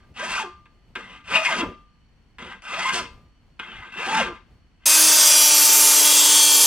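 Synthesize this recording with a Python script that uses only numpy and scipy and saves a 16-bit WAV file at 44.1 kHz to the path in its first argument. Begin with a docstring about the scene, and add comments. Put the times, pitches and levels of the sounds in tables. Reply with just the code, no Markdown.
"""A hand file is set on an aluminium angle, drawn back and pushed forward four times in an open garage:
noise of the chips excites a broad rasp and the metal's modes, and the teeth buzz at a rate set by stroke speed.
Then the scene changes to an angle grinder already cutting: shaft orders that swell and fade over disc hiss.
Behind the filing lie a sparse-tap garage tail, filtered hiss, gusty rumble and a faint tone.
Two close microphone ports hear it."""
import sys
import numpy as np
from scipy import signal
from scipy.fft import rfft, irfft, next_fast_len
from scipy.io import wavfile
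from scipy.ndimage import uniform_filter1d

SR = 44100
rng = np.random.default_rng(int(sys.argv[2]) if len(sys.argv) > 2 else 0)


def boost(x):
    """Linear amplitude factor 10**(x/20) for a level x in decibels (scalar or array-like)."""
    u = np.asarray(x, float) / 20
    return 10 ** u


def bounce(signal):
    """Save signal as a 16-bit WAV file at the path given by the first command-line argument."""
    frames = np.transpose(np.atleast_2d(signal))
    limited = np.clip(frames, -1, 1)
    pcm = np.round(limited * 32767).astype(np.int16)
    wavfile.write(sys.argv[1], SR, pcm)


N = 293706
CUT_S = 4.8555  # filing ends, grinder starts

# tooth rate in each push, one table a push: (time [s], rate [teeth/s], relative buzz level [dB])
TEETH = [
    [(0.19, 410, -47), (0.242, 650, -39.5), (0.262, 970, -62), (0.284, 990, -37), (0.328, 1080, -52),
     (0.345, 1340, -37), (0.38, 1500, -34), (0.4, 900, -31), (0.43, 830, -39), (0.44, 400, -41),
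     (0.46, 360, -36), (0.5, 350, -50)],
    [(1.29, 336, -58), (1.314, 450, -43), (1.36, 620, -35.5), (1.426, 650, -35), (1.44, 860, -58),
     (1.49, 1000, -25), (1.512, 690, -35), (1.55, 620, -37.5), (1.568, 440, -50.5), (1.58, 373, -36.5),
     (1.63, 340, -32.5), (1.66, 200, -38), (1.72, 150, -49)],
    [(2.72, 340, -51.5), (2.766, 760, -52), (2.78, 631, -34), (2.84, 960, -63), (2.858, 1000, -24.5),
     (2.895, 1070, -27), (2.92, 1000, -51), (2.94, 860, -60), (2.954, 720, -35.5), (3.002, 670, -45),
     (3.06, 280, -74)],
    [(3.96, 345, -48.5), (4.0, 450, -38.5), (4.04, 640, -52), (4.09, 800, -35.5), (4.112, 890, -25),
     (4.18, 865, -26), (4.195, 800, -38), (4.215, 530, -31.5), (4.25, 480, -47), (4.29, 380, -45.5),
     (4.33, 323, -43)],
]


def evened(x):
    """Scales to rms 1."""
    return x / np.sqrt(np.mean(x ** 2) + 1e-20)


def read(points, hz):
    """Reads a spectrum on a log-frequency axis."""
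    f, value = np.transpose(points)
    return np.interp(np.log(hz + 1), np.log(f + 1), value)


def play(tables, column, rest):
    """Joins curve tables over the whole time; the value is rest between them."""
    t, out = np.arange(N) / SR, np.full(N, float(rest))
    for rows in tables:
        rows = np.array(rows)
        inside = (t >= rows[0, 0]) & (t <= rows[-1, 0])
        out[inside] = np.interp(t[inside], rows[:, 0], rows[:, column])
    return out


def colour(x, gain):
    """Filters by a function of Hz."""
    size = next_fast_len(x.shape[-1] + 4096)
    spectrum = rfft(x, size) * gain(np.fft.rfftfreq(size, 1 / SR))
    return irfft(spectrum, size)[..., :x.shape[-1]]


def resonances(rows, hz):
    """Sum of resonance peaks (centre Hz, width Hz, lift dB), in dB."""
    return sum(db / (1 + (2 * (hz - f) / width) ** 2) for f, width, db in rows)


def wander(seconds, count):
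    """Slow random curves of rms 1."""
    steps = rng.standard_normal((count, N // 64 + 1))
    for smooth_s in (seconds, seconds / 2):
        steps = uniform_filter1d(steps, max(round(smooth_s * SR / 64), 1), 1)
    return np.repeat(evened(steps), 64, 1)[:, :N]


def patchy(length, patchy_db, seconds, hz_wide):
    """Noise whose level drifts in patches of time and frequency."""
    a, b, patches = rng.standard_normal((length // 256 + 6, 513, 3)).T
    patches = uniform_filter1d(patches, max(round(hz_wide * 1024 / SR), 1), 0)
    patches = evened(uniform_filter1d(patches, max(round(seconds * SR / 256), 1), 1))
    noise = signal.istft((a + 1j * b) * boost(patchy_db * patches), nperseg=1024, noverlap=768)[1]
    return evened(noise[:length])


def mode_ring(modes):
    """Ring of a set of modes after one soft click, energy 1."""
    t = np.arange(SR // 2) / SR
    ring = sum(boost(db - 60 * t / t60) * np.sin(2 * np.pi * hz * t) / np.sqrt(t60) for hz, db, t60 in modes)
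    ring *= 1 - np.exp(-(t / 0.00045) ** 2)
    return ring / np.linalg.norm(ring)


def strokes():
    """Pressure and treble in dB over time, and where the file is being pushed."""
    # heavy pushes, one table each: (time [s], pressure [dB], treble over it [dB])
    pushes = [
        [(0.14, -61, -8), (0.16, -38.5, -22), (0.2, -30.5, -15), (0.21, -29, -20.5), (0.244, -30, -14.5),
         (0.344, -27, -13), (0.42, -26.5, -13), (0.47, -56, -14), (0.56, -73, -19)],
        [(1.24, -51, -20), (1.302, -26, -20.5), (1.36, -17.5, -17.5), (1.426, -32, -11.5), (1.458, -21, -13),
         (1.475, -28.5, -11.5), (1.532, -21, -19), (1.582, -27, -12.5), (1.616, -22.5, -23), (1.662, -46, -30),
         (1.78, -70, -10)],
        [(2.62, -44, -15), (2.658, -40.5, -16), (2.742, -24, -21), (2.88, -25.5, -11.5), (2.92, -29.5, -15),
         (2.938, -23, -8.5), (2.984, -21.5, -11), (3.03, -37.5, -12), (3.078, -48.5, -20), (3.2, -93, -13.5)],
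        [(3.92, -41, -22.5), (3.982, -27, -23.5), (4.062, -27.5, -15), (4.102, -23.5, -16),
         (4.14, -26.5, -11.5), (4.198, -16.5, -18), (4.256, -26.5, -19.5), (4.314, -50, -25), (4.354, -45, -25),
         (4.42, -75, -21)],
    ]
    # light draws; the file lands, settles to an even slide and lifts:
    # (start [s], end [s], landing level [dB], slide level [dB], treble over it [dB])
    draws = [(0.0, 0.135, -58.5, -70, -18), (0.953, 1.254, -31.5, -43.5, -22.5),
             (2.391, 2.609, -39.5, -36.5, -23), (3.592, 3.973, -33, -41.5, -26),
             (4.8, 4.916, -70, -39, -27)]
    settle_s, lift_s, lift_db, silent_db = 0.057, 0.088, -23.5, -90
    t = np.arange(N) / SR
    press_db, treble_db = play(pushes, 1, silent_db), play(pushes, 2, -28)
    pushed = press_db > silent_db
    for start, end, land_db, slide_db, high_db in draws:
        inside = (t >= start) & (t < end) & ~pushed
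        lift = np.clip(1 - (end - t[inside]) / lift_s, 0, 1)
        landing = np.exp(-(t[inside] - start) / settle_s)
        press_db[inside] = slide_db + (land_db - slide_db) * landing + lift_db * lift
        treble_db[inside] = high_db
    return press_db, treble_db, pushed


def rasp_colour(noise):
    """Broad scrape spectrum of the file, rms 1."""
    # relative density: (frequency [Hz], level [dB per Hz])
    rasp_density = [(59, -45.5), (100, -23), (378, -15.5), (530, -21), (861, -31), (1110, 0), (2000, -5),
                    (2270, -8), (2690, 1.5), (4190, -20), (8770, -33), (15500, -70.5)]
    return evened(colour(noise, lambda hz: boost(read(rasp_density, hz))))


def rasp(chips, press, treble_db):
    """Chip noise as a broad scrape, its treble following the stroke."""
    whole = rasp_colour(chips)
    high = evened(colour(whole, lambda hz: 1 / (1 + (4300 / (hz + 1)) ** 16)))
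    mid = evened(colour(whole, lambda hz: 1 / (1 + (hz / 4300) ** 16)))
    return press * (boost(-4.5) * mid + boost(treble_db) * high)


def held_ring(chips, press, pushed, held):
    """Chips excite mode groups whose shares change with where the file touches."""
    # base share, one row a group: (in a draw [dB], in a push [dB])
    base_shares = [(-15, -17), (-9.5, -15), (-8.5, -15.5), (-16.5, -14.5)]
    # a group rings out for a moment, one table a group: (peak [s], half-length [s], lift over its share [dB])
    chirps = [
        [(.46, 0.024, 18), (1.02, 0.096, 11), (1.69, 0.099, 20.5), (2.45, 0.069, 9.5), (2.98, 0.11, 5),
         (3.08, 0.043, 10), (4.12, 0.093, 12.5), (4.3, 0.056, 12)],
        [(.21, .02, 15), (1.53, .04, 10.5), (2.68, 0.055, 7), (2.89, 0.035, 15), (4.2, 0.033, 6)],
        [(1.37, 0.012, 10), (1.475, 0.043, 14.5), (2.87, 0.038, 13), (4.2, 0.036, 9)],
        [(.36, 0.035, 10), (1.35, 0.03, 11.5), (1.455, 0.045, 18.5)],
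    ]
    shift_db, shift_s = 3, 0.033  # the shares drift as the contact moves
    low_db_per_octave = -4.5  # slow teeth shake the lowest group hardest
    t = np.arange(N) / SR
    shares = np.array([np.where(pushed, push_db, draw_db) for draw_db, push_db in base_shares])
    shares = shares + shift_db * wander(shift_s, count=len(held))
    shares[0] += low_db_per_octave * np.log2(play(TEETH, 1, 500) / 500)
    for group, rows in enumerate(chirps):
        for s, half_s, db in rows:
            shares[group] += db * np.exp(-((t - s) / half_s) ** 2)
    return sum(signal.fftconvolve(press * boost(share_db) * chips, modes)[:N]
               for share_db, modes in zip(shares, held))


def tooth_buzz(whole):
    """Teeth pass the edge at a nearly even rate; overtones light up the modes they cross."""
    turns = np.cumsum(play(TEETH, 1, 500) * (1 + .03 * wander(.005, count=1)[0])) / SR
    overtone_db = [5, -7.0, -10, -12.5]
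    tone, *over = (boost(db) * np.cos(2 * np.pi * k * turns) for k, db in enumerate(overtone_db, 1))
    strength = uniform_filter1d(boost(play(TEETH, 2, -90.5)), 300)
    strength *= boost(3.5 * wander(.012, count=1)[0])  # the teeth catch and skip
    ringing = signal.fftconvolve(strength * (0.21 * tone + sum(over)), whole)[:N]
    return 0.75 * strength * tone + boost(-7.0) * ringing


def taps(knock):
    """File laid on or knocking the metal: a modal knock and a short rattle."""
    # (time [s], level before the knock and rattle trims [dB])
    tap_rows = [(0.656, -42.5), (0.955, -19.5), (2.384, -28.5), (3.595, -21)]
    out = np.zeros(N)
    # the file lands along its face, not at one point
    knock = knock * np.minimum(np.arange(len(knock)) / SR / .004, 1) / abs(knock).max()
    fade = boost(-60 * np.arange(3000) / SR / 0.069)
    for (s, db), puff in zip(tap_rows, rng.standard_normal((len(tap_rows), 3000))):
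        at = round(s * SR)
        out[at:at + len(knock)] += boost(db - 2.5) * knock
        out[at:at + 3000] += boost(db - 11.5) * rasp_colour(puff) * fade
    return out


def let_go():
    """The file lets go of the metal, whose modes ring free and die."""
    # free modes: (frequency [Hz], relative level [dB], t60 before the ring-time factor [s])
    free_modes = [(365, 2, .2), (1005, -16, .39), (1070, -14, .35), (1195, -14, .5), (2099, -9, .32),
                  (4400, -18, .4)]
    # (time [s], level [dB], favoured frequency [Hz], ring-time factor [-])
    releases = [(0.0, -58, 1195, 1), (0.43, -39, 1195, 1.2), (1.62, -42, 1195, .5), (2.97, -43, 4400, 1.1),
                (2.98, -35, 1005, 1), (4.25, -29, 1170, .7)]
    favour_db, favour_hz = 14, 90
    t = np.arange(SR // 2) / SR
    rise = np.minimum(t / 0.022, 1)
    out = np.zeros(N)
    for s, db, favoured_hz, free in releases:
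        at = round(s * SR)
        for hz, mode_db, t60 in free_modes:
            mode_db += db + favour_db / (1 + ((hz - favoured_hz) / favour_hz) ** 2)
            out[at:at + len(t)] += boost(mode_db - 60 * t / (t60 * free)) * rise * np.sin(2 * np.pi * hz * t)
    return out


def file_strokes():
    """Chips, teeth, taps and releases excite a broad rasp and the modes of the metal."""
    # ring of angle and file: (frequency [Hz], relative level [dB], t60 [s])
    edge_modes = [(670, -18.5, 0.077), (832, -6, 0.023), (891, -5, 0.16), (1008, -2, 0.088),
                  (1054, -1, 0.057), (1197, -7.5, 0.55), (1264, -3, 0.1), (1380, -2.5, 0.064),
                  (1676, -10, 0.23), (1780, -4, 0.041), (2296, -6.5, 0.076), (2880, -30, 0.15),
                  (3060, -24.5, 0.17), (3310, -7, 0.099), (3570, -7, .06), (3860, -11, 0.047)]
    # modes that depend on the contact point, one table a group: (frequency [Hz], relative level [dB], t60 [s])
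    held_modes = [
        [(197, 3.5, 0.19), (235, 5, 0.1), (278, -2.5, 0.12), (367, 3.5, 0.089), (458, 1, 0.073)],
        [(1540, -15.5, 0.011), (1589, -0.5, .07)],
        [(2055, -2.5, 0.083), (2123, 2, 0.052)],
        [(2492, 2, 0.047), (2580, -6.5, .08), (2735, 0.5, 0.06), (2798, -2.5, 0.039)],
    ]
    ring, held = mode_ring(edge_modes), [mode_ring(modes) for modes in held_modes]
    whole = ring + 0.75 * sum(held[1:])
    press_db, treble_db, pushed = strokes()
    press = signal.lfilter(np.ones(40) / 40, 1, boost(press_db))
    bites_db = 1.5 * wander(.003, count=1)[0] + 1.5 * wander(.02, count=1)[0]  # uneven bites
    chips = evened(patchy(N, 2.4, 0.053, 150) * boost(bites_db))
    out = rasp(chips, press, treble_db)
    out += boost(-7) * signal.fftconvolve(press * chips, ring)[:N]
    out += held_ring(chips, press, pushed, held)
    out += tooth_buzz(whole)
    out += taps(whole + 0.52 * held[0])
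    out += let_go()
    return colour(out, lambda hz: 1 / (1 + (150 / (hz + 1)) ** 6))  # little of the filing sounds below about 150 Hz


def grinder_orders(t, turns, start):
    """Wavering tones at whole multiples of the shaft turn; some sing out for a while."""
    # mean level of each shaft order from the first up: (rms level [dB])
    order_levels = [-47, -46.5, -39.5, -50.5, -45, -46, -49.5, -39.5, -42, -39.5, -41.5, -42, -42, -40,
                    -36.5, -41.5, -35.5, -39, -39.5, -32, -32.5, -39, -38, -37, -28, -36.5, -33, -40.5,
                    -33.5, -40.5, -40, -44, -41, -49, -50, -39, -46, -46.5, -38, -45.5, -45, -42.5, -46.5,
                    -41, -40]
    # orders that sing out: (order number [-])
    singers = [1, 2, 3, 5, 8, 11, 12, 15, 16, 19, 21, 23, 32, 33, 34, 39, 40, 43]
    # their songs, one table a singer: (peak [s], half-length [s], peak rms level [dB])
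    whistles = [
        [(5.04, 0.094, -36.5), (6.2, 0.71, -41.5)],
        [(5.3, 0.38, -40), (6.05, 0.16, -44)],
        [(5.8, 0.22, -36), (6.35, .3, -38.5)],
        [(4.97, 0.069, -34.5)],
        [(4.93, 0.092, -32), (5.35, .1, -34), (5.8, 0.24, -35.5)],
        [(5.35, 0.29, -29), (6.08, .13, -29), (6.43, 0.24, -23.5)],
        [(6.27, 0.18, -28)],
        [(5.6, .15, -29.5), (6.45, .2, -27)],
        [(5.3, 0.25, -25), (6.23, .12, -32.5)],
        [(5.4, .25, -23), (5.9, .2, -30)],
        [(6.38, .15, -28)],
        [(5.855, 0.13, -27)],
        [(5.02, .08, -23), (6.5, .22, -23)],
        [(5.35, .12, -31.5)],
        [(5.42, 0.15, -22.5), (5.92, .22, -22.5), (6.64, 0.11, -23.5)],
        [(5.346, .12, -28)],
        [(5.65, 0.23, -23)],
        [(5.753, .3, -24.5)],
    ]
    swells = wander(0.14, count=len(order_levels))[:, start:]
    levels = {}
    for k, (db, swell) in enumerate(zip(order_levels, swells), 1):
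        swell_db = 1.2 if k < 3.5 else 3.2  # lower orders waver less
        levels[k] = boost(db + swell_db * swell)
    for k, rows, flutter in zip(singers, whistles, wander(0.021, count=len(whistles))[:, start:]):
        song = sum(boost(db) * np.exp(-((t - s) / half_s) ** 2) for s, half_s, db in rows)
        levels[k] = np.hypot(levels[k], boost(1.0 * flutter) * song)
    return sum(np.sqrt(2) * level * np.cos(2 * np.pi * (k * turns + rng.random()))
               for k, level in levels.items())


def disc_hiss(t, turns, start):
    """Noise of the disc in the cut, throbbing once a turn: centre and side parts."""
    # disc in the cut, relative density: (frequency [Hz], level [dB per Hz])
    cut_density = [(18, -89), (30, -52), (263, -22), (300, -16), (351, -19), (607, -11), (768, -16),
                   (899, -8.5), (1920, -12.5), (3240, -6), (4100, -8.5), (4790, -3.5), (7480, -4.5),
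                   (13300, -7.5), (15600, -13)]
    # disc, guard and angle resonances: (frequency [Hz], width [Hz], lift [dB])
    disc_modes = [(416, 18, 9), (2610, 240, -4.5), (2660, 43, 12), (3690, 150, 2), (4900, 100, 3),
                  (5270, 55, -4), (5660, 61, -1), (5720, 530, 3.5), (6150, 980, 1), (6400, 140, 6.5),
                  (7330, 55, 2.5), (7570, 110, 9.5), (8050, 39, 3), (8720, 120, 11), (9300, 120, 7.5),
                  (10400, 63, 12.5), (10800, 130, -8), (12180, 36, -6.5), (11550, 120, 7.5),
                  (12300, 60, -1), (12750, 150, 5.5), (14700, 190, 4), (15200, 100, 8)]
    # side gain relative to the centre spectrum: (frequency [Hz], gain [dB])
    side_gain = [(60, -27), (200, -30), (550, -30), (1400, -60), (2200, -103)]
    # load: (time [s], level before trim [dB], extra level of the lower roar as the disc bites [dB])
    load_rows = [(4.859, -14, 2.5), (4.93, -12.5, 3.5), (5.2, -11.5, 2), (5.45, -13.5, 2), (5.7, -12.5, 1),
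                 (5.93, -13, 1.5), (6.0, -12.5, 1), (6.2, -11.5, -1.5), (6.35, -13, 1.5), (6.55, -13, -4.5),
                 (6.66, -12.5, -0.5)]
    hiss_db = lambda hz: read(cut_density, hz) + resonances(disc_modes, hz)
    throb = boost(1.5 * np.cos(2 * np.pi * turns) + .8 * wander(.004, count=1)[0, start:])
    # many small modes of the work piece: narrow bands that hold for a good part of a second
    mid = colour(throb * patchy(len(t), 2.3, .6, 45), lambda hz: boost(hiss_db(hz)))
    side = colour(rng.standard_normal(len(t)), lambda hz: boost(hiss_db(hz) + read(side_gain, hz)))
    s, load_db, bite_db = np.transpose(load_rows)
    roar = colour(mid, lambda hz: 1 / (1 + (hz / 2900) ** 8) / (1 + (1100 / (hz + 1)) ** 8))
    mid += (boost(np.interp(t, s, bite_db)) - 1) * roar
    load = boost(np.interp(t, s, load_db) - 2.5) / np.sqrt(np.mean(mid ** 2))
    return load * mid, load * side


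def opposed_treble(x):
    """Random short treble patches, to be given opposite sign in the right channel."""
    # (frequency [Hz], share of patches with the right channel's sign flipped [0-1])
    opposed_shares = [(8200, 0), (9000, .12), (11000, .12), (14000, 0.28), (15500, .2)]
    band_hz = 720
    hz, t, z = signal.stft(x, SR, nperseg=2048, noverlap=1024)
    band = (hz // band_hz).astype(int)
    luck = np.repeat(rng.random((band[-1] + 1, len(t) // 2 + 1)), 2, 1)[band, :len(t)]
    chosen = luck < read(opposed_shares, (band + .5) * band_hz)[:, None]
    return signal.istft(z * chosen, nperseg=2048, noverlap=1024)[1][:len(x)]


def grinder():
    """Shaft orders and disc hiss driven by one shaft phase, in two channels."""
    # (time [s], shaft speed [turns/s])
    shaft = [(4.86, 311), (4.93, 313.6), (4.99, 314.6), (5.06, 311.8), (5.15, 307.1), (5.26, 304.3),
             (5.38, 301.7), (5.5, 300), (5.67, 298.4), (5.85, 299.4), (5.96, 300), (6.08, 300.3),
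             (6.19, 299.8), (6.33, 297.4), (6.43, 297.8), (6.54, 296.8), (6.66, 296.2)]
    start = round(CUT_S * SR)
    t = np.arange(start, N) / SR
    turns = np.cumsum(np.interp(t, *np.transpose(shaft))) / SR
    turns = turns + 0.0076 * wander(.03, count=1)[0, start:]
    tones = grinder_orders(t, turns, start)
    mid, side = disc_hiss(t, turns, start)
    centre = colour(mid + tones, lambda hz: 1 / (1 + (45 / (hz + 1)) ** 4))
    right = centre - 2 * opposed_treble(centre) - side  # minus twice a patch turns its sign
    out = np.zeros((2, N))
    out[:, start:] = np.array([centre + side, right]) * np.minimum((t - CUT_S) / .003, 1)
    return out


def port_lift(hz):
    """Resonances of the microphone ports, dB."""
    # (frequency [Hz], width [Hz], lift at full strength [dB])
    port_modes = [(4390, 150, 17), (5770, 130, 14), (7300, 300, 6), (8600, 300, 8)]
    return resonances(port_modes, hz)


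def ports(x):
    """Each port hears the file with its own lean and delay, and rings a little."""
    # (frequency [Hz], left over right [dB])
    lean = [(60, -2), (110, 1.5), (200, 0), (380, 1), (700, 0.5), (1290, -1.5), (2380, 4), (4400, 2.5),
            (8120, -13), (15000, -15)]
    lag_s = 5.5e-5  # the left port hears the file later
    x = colour(x, lambda hz: boost(0.11 * port_lift(hz)))
    left = colour(x, lambda hz: boost(read(lean, hz) / 2) * np.exp(-2j * np.pi * hz * lag_s))
    right = colour(x, lambda hz: boost(-read(lean, hz) / 2))
    return np.array([left, right])


def garage(x):
    """Sparse taps of random sign, each band dying at its own speed."""
    # (frequency [Hz], t60 [s])
    decay = [(150, 0.28), (1000, 0.33), (4000, 0.38), (12000, 0.26)]
    echoes = np.zeros((2, SR))
    at = np.arange(300, SR - 20, 20) + rng.integers(0, 20, (2, (SR - 301) // 20))
    np.put_along_axis(echoes, at, rng.choice([-1., 1.], at.shape), 1)
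    echoes[1] = 0.37 * echoes[0] + 0.33 * echoes[1]  # close ports share much of the tail
    hz, t, z = signal.stft(echoes, SR, nperseg=256)
    tail = signal.istft(z * boost(-60 * t / read(decay, hz)[:, None]), SR, nperseg=256)[1]
    return signal.fftconvolve(x[None], tail / np.linalg.norm(tail[0]), axes=1)[:, :N]


def gusts():
    """Level of the rumble: slow lumps, and puffs that swell and die away."""
    # puffs of low rumble on the ports: (peak time [s], level added at the peak [dB])
    puffs = [(0.1, -55.5), (0.33, -55), (0.92, -68.5), (1.33, -54.5), (1.68, -44), (2.46, -55), (3.05, -50),
             (3.501, -65.5), (3.8, -53), (4.24, -48.5), (4.5, -65)]
    rumble_db, lump_db, rise_s, fall_s = -62, 3.5, .07, 0.039
    t = np.arange(N) / SR
    out = boost(rumble_db + lump_db * wander(.1, count=1)[0])
    for s, db in puffs:
        out += boost(db) * np.exp(-((t - s) / np.where(t < s, rise_s, fall_s)) ** 2)
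    return out


def air():
    """Filtered-noise hiss of the place, a faint wavering tone and a lumpy rumble."""
    # relative density: (frequency [Hz], level [dB per Hz])
    air_density = [(12, -37.5), (20, -8), (85, -10.5), (123, -18.5), (235, -17.5), (261, -21), (599, -46),
                   (649, -33), (2610, -35), (3060, -34.5), (3700, -45), (4460, -44), (12000, -63.5),
                   (15600, -101), (22000, -120)]
    # (frequency [Hz], left-right likeness [0-1])
    likeness = [(60, 0.74), (240, 0.57), (950, 0.52), (3770, 0.26), (15000, 0.15)]
    # faint tone in the quiet: (frequency [Hz], centre rms level [dB])
    tone_hz, tone_db = (2988, -84)
    hiss_db = -60
    a, b, c = rng.standard_normal((3, N))
    same = lambda hz: np.clip(read(likeness, hz), 0, 1)
    pair = np.array([a, colour(a, same) + colour(b, lambda hz: np.sqrt(1 - same(hz) ** 2))])
    hiss = boost(hiss_db) * evened(colour(pair, lambda hz: boost(read(air_density, hz) + port_lift(hz))))
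    rumble = evened(colour(c + .15 * pair, lambda hz: (hz / 36) ** 4 / (1 + (hz / 36) ** 5.2)))
    tone_level = np.sqrt(2) * boost(tone_db + 3 * wander(.05, count=1))
    tone = tone_level * np.sin(2 * np.pi * tone_hz * np.arange(N) / SR)
    return hiss + tone + gusts() * rumble * boost([[.5], [-.5]])


def scene():
    """Filing until the cut, then the grinder."""
    dry = file_strokes()
    filing = ports(dry) + boost(-10.5) * garage(dry) + air()
    return filing * (np.arange(N) < CUT_S * SR) + grinder()


def top_cut(x):
    """Nothing passes above the cut-off."""
    return signal.sosfilt(signal.butter(12, 15700, fs=SR, output="sos"), x)


def record(dry):
    """Peaks are rounded off."""
    mix = 1.443 * np.tanh(dry / 1.361)
    return top_cut(mix)


dry = scene()
out = record(dry)
bounce(out)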